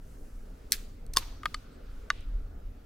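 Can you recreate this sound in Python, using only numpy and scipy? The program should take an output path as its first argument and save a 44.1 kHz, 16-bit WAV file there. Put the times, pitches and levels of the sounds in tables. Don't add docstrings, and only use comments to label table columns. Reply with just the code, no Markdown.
import sys
import numpy as np
from scipy import signal
from scipy.fft import rfft, irfft
from scipy.io import wavfile
from scipy.ndimage import uniform_filter1d

SR = 44100
rng = np.random.default_rng(int(sys.argv[2]) if len(sys.argv) > 2 else 0)


def gain_from_db(level_db):
    decades = np.asarray(level_db, float) / 20
    return 10 ** decades


def output_pcm(signal):
    pcm = np.clip(np.atleast_2d(signal).T, -1, 1) * 32767
    wavfile.write(sys.argv[1], SR, np.round(pcm).astype(np.int16))


N = 125685

# freq_hz, level_db (per Hz)
TRAFFIC_COLOUR = [(88, -40), (150, -13.5), (274, -6.5), (335, -20), (409, -8), (449, -12.5), (524, -15),
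                  (6000, -44), (7800, -79.5), (13200, -120)]
# freq_hz, level_db (per Hz)
RUMBLE_COLOUR = [(8.8, -38.5), (15, 1.5), (32, 2.5), (44, -3), (85, -10), (172, -26.5), (200, -27),
                 (260, -56.5), (440, -120)]
# time_s, level_db
GUST_LEVELS = [(0.0, -43), (.12, -40), (.68, -44), (.78, -38), (1.1, -38), (1.2, -43), (1.35, -39),
               (1.45, -42), (1.6, -39), (1.75, -44), (2.1, -42), (2.32, -38), (2.85, -42)]
# centre_hz, width_hz, level_db
FAN = (262, 40, -67)
# freq_hz, level_db (per Hz)
HISS_COLOUR = [(3000, -6), (6000, 0), (10000, -4), (13500, -1), (15750, -2.5), (15950, -40.5)]
# freq_hz, likeness (0 to 1)
LIKENESS = [(60, 1), (200, 0.91), (350, .78), (550, 0.54), (1150, 0.53), (1800, .5), (3000, .2),
            (6000, 0.49), (15000, .55)]
# freq_hz, lead_rad
LEFT_LEAD = [(250, 0), (400, -.55), (700, -1.8), (1000, -3.1), (1140, -3.4), (1220, -6.2), (3000, -6.4),
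             (16700, -6.2)]
TRAFFIC_DB, HISS_DB = -57, -75

# freq_hz, t60_s
YARD_DECAY = [(500, 0.28), (1500, 0.21), (4000, 0.89), (16000, 0.29)]
YARD_DB = -23

# start_s, length_s, level_db, centre_hz, width_octaves
RUBS = [(0.01, 0.51, -69.5, 7400, 0.91), (0.44, 0.58, -71, 2670, 1.9), (1.432, 0.22, -67.5, 2600, 2.5),
        (.706, .015, -58, 6000, 1.1), (1.138, .027, -58, 5500, 1.1), (1.709, 0.08, -75, 4350, 0.25),
        (1.707, 0.07, -77, 8000, 0.15), (1.842, 0.093, -74.5, 4200, 0.4), (2.137, .12, -62, 2900, 0.52),
        (1.9, 0.21, -72.5, 5100, 1.2), (1.3, 1.38, -67.5, 1350, 0.18), (1.44, 1.1, -69.5, 2100, 1.14)]
STROKE_S, SHORT, LONG = .3, SR // 2, SR + SR // 2

# start_s, hold_s, level_db, fade_db_per_s
PUFFS = [
    (0.726, 0.012, -34, 700.5),
    (0.748, 0.033, -54.5, 135),
    (1.166, 0.019, -36.5, 902),
    (1.189, 0.041, -50.5, 96),
]
# freq_hz, level_db (per Hz)
JET_COLOUR = [(350, -63), (600, -36), (1790, -0.5), (2800, -4.5), (4420, -1.5), (7180, -6), (14800, -7.5),
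              (16500, -28)]
LEAK_COLOUR = [(350, -46.5), (600, -22.5), (1500, -3.5), (4000, -4.5), (7000, -7), (11000, -13),
               (15500, -12.5), (16500, -43)]
SIGH_COLOUR = [(350, -46.5), (600, -20), (1070, -0.5), (1380, -9), (5670, -9.5), (8480, -21.5),
               (15200, -21), (16500, -43)]

# start_s, peak_db, tearing_ms, left_minus_right_db
SEAL_CRACKS = [
    (0.7207, -6.5, .7, 0.5),
    (.7214, -16, .6, 1.5),
    (0.7235, -25, .8, 0),
    (.7262, -28, .8, 0),
    (0.7283, -19.5, 1.2, 0),
    (.768, -41.5, 1.5, -1),
    (1.0651, -45, .4, 0),
    (1.1358, -32.5, 1.2, -0.5),
    (1.138, -32, 1.2, 0.5),
    (2.208, -51.5, .8, 2),
]
LID_TEARS = [
    (1.1640, -21.5, 1.1, 1),
    (1.1672, -23, 1.8, 0.89),
    (1.1705, -4.5, 0.58, 0.98),
    (1.1716, -16.5, .8, 0.86),
    (1.181, -27.5, 1.2, 1),
    (1.182, -25.5, 2.5, 0.92),
]
TAB_FOLDS = [
    (1.433, -30, 1.2, 0.45),
    (1.4564, -13, 0.24, 1.5),
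    (1.4576, -21, 0.95, 1.5),
    (1.4596, -22.5, 1.5, 2),
]
TAB_PRESSES = [
    (1.543, -27.5, .5, .7),
    (1.5440, -18, 0.73, .7),
    (1.5457, -26.5, 1.7, .7),
]
WALL_TAPS = [
    (2.1023, -9.5, 0.27, .1),
    (2.1065, -25.5, 1, .1),
]
HOLLOW_POPS = [
    (1.1555, -42, 2.5, 1),
    (1.1610, -37, 2.5, 1),
    (1.1702, -15, .3, 1),
    (1.1815, -33, .5, 1),
]
# freq_hz, level_db, t60_s
SEAL_MODES = [(1869, -14, .008), (2500, -19, .004), (3280, -10, .005), (4203, -2, 0.0052),
              (4616, -6.5, 0.0057), (5590, -1, 0.0047), (6600, -6, 0.0033), (7690, -2, 0.005),
              (9120, -4, 0.0052), (10530, -9, 0.0034), (12980, -7, .004)]
LID_MODES = [(490, -24, 0.0077), (1360, -8, 0.016), (1840, -6.5, .008), (2830, -12, .01), (3573, -5, .019),
             (4450, -5.5, 0.017), (5070, -2, 0.01), (5775, -8, 0.014), (6650, -10, 0.009),
             (7550, -12.5, .008), (9000, -6.5, .008), (10950, -17, 0.0069)]
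TAB_MODES = [(1226, 0, 0.032), (1620, -9, 0.017), (1850, -4, 0.011), (2180, -4.5, 0.013),
             (2560, -16.5, 0.015), (2910, -11.5, 0.016), (3300, -11, 0.02), (3780, -14, 0.018),
             (4200, -20, .012), (4600, -15, 0.016), (5080, -22.5, 0.0098), (6370, -25.5, 0.014),
             (7580, -21, 0.0075)]
PRESSED_MODES = [(534, -14, 0.019), (1237, -1, 0.04), (1570, 0.5, 0.011), (2030, -2, 0.016),
                 (2680, -23, 0.013), (3020, -11, 0.025), (3650, -7, 0.014), (4200, -6, 0.016),
                 (4600, -2.5, 0.027), (5110, -10, 0.016), (5780, -19, 0.013), (7600, -11, 0.017),
                 (8770, -13, 0.014)]
WALL_MODES = [(606, -17, 0.027), (1163, -2, 0.033), (1502, 1.5, 0.024), (1766, -0.5, 0.025),
              (2055, -4, 0.019), (2850, -12.5, 0.023), (3240, -18, .012), (3770, -11, 0.024),
              (4290, -20, 0.014), (4540, -13.5, 0.02), (5520, -12.5, 0.0099), (6460, -16.5, 0.016)]
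HOLLOW_MODES = [(1081, -.5, .024), (1190, -14, .02)]
# freq_hz, level_db (per Hz)
SEAL_SNAP = [(290, -50), (500, -26), (1300, -17), (4000, -2), (7590, -0.5), (13100, -6), (16800, -19)]
LID_SNAP = [(88, -35), (150, -14.5), (500, -10), (820, -27), (2520, -15.5), (4840, 1.5), (15500, -16),
            (16800, -32)]
TAB_SNAP = [(240, -39), (800, -31), (1610, -11), (4500, -15), (11500, -27), (13100, -23), (16800, -50)]
PRESS_SNAP = [(240, -32), (800, -39), (1800, -5), (4660, -9), (14600, -30), (16800, -53)]
WALL_SNAP = [(240, -50), (500, -17), (850, -7), (1850, -9), (2910, -14), (13500, -30), (16800, -61)]
POP_SNAP = [(60, -20), (150, -3), (500, -1), (1500, -12), (4000, -40)]
CRACK_LEVELS = [
    0,
    -1,
    -11,
    -9,
    -7.5,
    -17,
]
# freq_hz, side_minus_mid_db
WIDTH = [(60, -29.5), (300, -14.5), (850, -4), (1400, -15.5), (3000, -9), (8000, -7), (15000, -3.5)]
SCATTER, APART = .32, .55
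THIN_HZ = 420
SHADE_HZ, SHADE_Q = 810, 4.2
EDGE_HZ = 16700


def evened(x):
    return x / np.sqrt(np.mean(x ** 2) + 1e-20)


def read(points, hz):
    f, value = np.transpose(points)
    return np.interp(np.log(hz + 1), np.log(f + 1), value)


def band(table, fall_db=40):
    (low_hz, low_db), (high_hz, high_db) = table[0], table[-1]
    points = [(low_hz / 2, low_db - fall_db), *table, (high_hz * 1.2, high_db - fall_db)]
    return lambda hz: read(points, hz)


def causal(shape_db):
    hz = abs(np.fft.fftfreq(2048, 1 / SR))
    level = np.log(gain_from_db(np.maximum(shape_db(hz), -90)))
    return np.fft.ifft(np.exp(level - 1j * signal.hilbert(level).imag)).real[:1024]


def noise(shape_db, same, size, patchy_db, lead=lambda hz: 0 * hz, count=N):
    hop, hz = size // 4, np.fft.rfftfreq(size, 1 / SR)
    a, b, c, d, patches = rng.standard_normal((count // hop + 5, len(hz), 5)).T
    patches = uniform_filter1d(patches, size=8, axis=0)
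    patches = evened(uniform_filter1d(patches, size=10, axis=1))
    alike = np.clip(same(hz), -1, 1)[:, None]
    shared, apart = a + 1j * b, c + 1j * d
    left = shared * np.exp(1j * lead(hz))[:, None]
    right = alike * shared + np.sqrt(1 - alike ** 2) * apart
    z = np.array([left, right]) * gain_from_db(shape_db(hz)[:, None] + patchy_db * patches)
    return evened(signal.istft(z, nperseg=size, noverlap=size - hop)[1][:, :count])


def street():
    same, lead = lambda hz: read(LIKENESS, hz), lambda hz: read(LEFT_LEAD, hz)
    traffic = gain_from_db(TRAFFIC_DB) * noise(band(TRAFFIC_COLOUR, 15), same, size=1024, patchy_db=2.0, lead=lead)
    fan_hz, fan_width_hz, fan_db = FAN
    fan_colour = lambda hz: -6 * np.minimum(((hz - fan_hz) / fan_width_hz) ** 2, 15)
    fan = gain_from_db(fan_db) * noise(fan_colour, same, size=2048, patchy_db=3.5, lead=lead)
    hiss = gain_from_db(HISS_DB) * noise(lambda hz: read(HISS_COLOUR, hz), same, size=256, patchy_db=1.6)
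    gusts = gain_from_db(np.interp(np.arange(N) / SR, *np.transpose(GUST_LEVELS)))
    rumble = gusts * noise(band(RUMBLE_COLOUR), same, size=4096, patchy_db=2.5)
    return traffic + hiss + fan + rumble


def yard(x):
    taps = np.zeros((2, SR // 2))
    grid = np.arange(400, SR // 2 - 20, 20)
    at = grid + rng.integers(0, 20, (2, len(grid)))
    np.put_along_axis(taps, at, rng.choice([-1., 1.], at.shape), 1)
    hz, t, z = signal.stft(taps, SR, nperseg=256)
    fading = z * gain_from_db(-60 * t / read(YARD_DECAY, hz)[:, None])
    tail = signal.istft(fading, SR, nperseg=256)[1]
    return signal.fftconvolve(x[None], tail / np.linalg.norm(tail[0]), axes=1)[:, :N]


def rustle():
    out = np.zeros((2, N + LONG))
    for s, length, db, centre_hz, octaves in RUBS:
        span = LONG if length > STROKE_S else SHORT
        at = round(abs(s) * SR)
        progress = np.minimum(np.arange(span) / SR / length, 1)
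        stroke = abs(np.sin(np.pi * progress ** 0.62)) ** 0.42
        colour = lambda hz: -6 * (np.log2((hz + 1) / centre_hz) / octaves) ** 2
        grain = noise(colour, lambda hz: 0.61 + 0 * hz, size=256, patchy_db=1.0, count=span)
        out[:, at:at + span] += gain_from_db(db) * stroke * grain
    return out[:, :N]


def air():
    t, out = np.arange(SHORT) / SR, np.zeros((2, N))
    colours = [JET_COLOUR, LEAK_COLOUR, JET_COLOUR, SIGH_COLOUR]
    for (s, hold, db, fade_db), colour in zip(PUFFS, colours):
        shape = np.minimum(t / 0.0012, 1) * gain_from_db(db - fade_db * np.maximum(t - hold, 0))
        rush = noise(band(colour), lambda hz: 0.56 + 0 * hz, size=256, patchy_db=2.0, count=SHORT)
        at = round(s * SR)
        out[:, at:at + SHORT] += shape * rush
    return out


def ringing(modes):
    t, ring = np.arange(3000) / SR, 0
    for k, (hz, db, t60) in enumerate(modes):
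        ring = ring + (-1) ** k * gain_from_db(db - 60 * t / min(t60, .029)) * np.sin(2 * np.pi * hz * t)
    return signal.sosfilt(signal.butter(2, THIN_HZ, "high", fs=SR, output="sos"), ring)


def tearing(ms):
    u = np.arange(500) / SR * 1000 / ms
    slips = rng.standard_normal((4, 500)) * np.minimum(u / 0.073, 1) * np.exp(-u) / np.sqrt(ms * SR / 1000)
    slips[::2] *= SCATTER
    slips[:2, 4] += .7
    return slips


def spread(sound):
    wide = gain_from_db(read(WIDTH, np.fft.rfftfreq(4096, 1 / SR)))
    lead_in = 200
    mid, other = rfft(np.pad(sound, [(0, 0), (lead_in, 0)]), 4096)
    side = irfft(wide * (1j * mid + APART * other))[lead_in:lead_in + len(sound[0])]
    shaded = signal.lfilter(*signal.iirnotch(SHADE_HZ, SHADE_Q, SR), sound[0])
    return shaded + np.outer([1, -1], side)


def struck(blows, modes, snap, crack_db):
    out = np.zeros((3, N))
    ring, crack = ringing(modes), causal(band(snap))
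    for s, db, ms, pan_db in blows:
        slips = tearing(ms)
        rung = signal.fftconvolve(slips[::2], ring[None], axes=1)
        dry = signal.fftconvolve(slips[1::2], crack[None], axes=1)
        sound = rung / abs(rung[0]).max()
        dry = dry / abs(dry).max()
        sound[:, :dry.shape[1]] += gain_from_db(crack_db) * dry
        at = round(s * SR)
        levels = gain_from_db(db + pan_db * np.array([[.5], [-.5]]))
        out[:2, at:at + sound.shape[1]] += levels * spread(sound)
        out[2, at:at + dry.shape[1]] += gain_from_db(db) * dry[0]
    return out


def opened_can():
    blows = [SEAL_CRACKS, LID_TEARS, TAB_FOLDS, TAB_PRESSES, WALL_TAPS, HOLLOW_POPS]
    modes = [SEAL_MODES, LID_MODES, TAB_MODES, PRESSED_MODES, WALL_MODES, HOLLOW_MODES]
    snaps = [SEAL_SNAP, LID_SNAP, TAB_SNAP, PRESS_SNAP, WALL_SNAP, POP_SNAP]
    return sum(struck(*part) for part in zip(blows, modes, snaps, CRACK_LEVELS))


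def scene():
    can = opened_can()
    return can[:2] + gain_from_db(YARD_DB) * yard(can[2]) + air() + rustle() + street()


def band_limit(x):
    return signal.sosfilt(signal.butter(12, 17160, fs=SR, output="sos"), x)


def record(dry):
    mix = signal.oaconvolve(dry, signal.firwin(511, EDGE_HZ, fs=SR)[None], "same")
    return band_limit(mix)


dry = scene()
out = record(dry)
output_pcm(out)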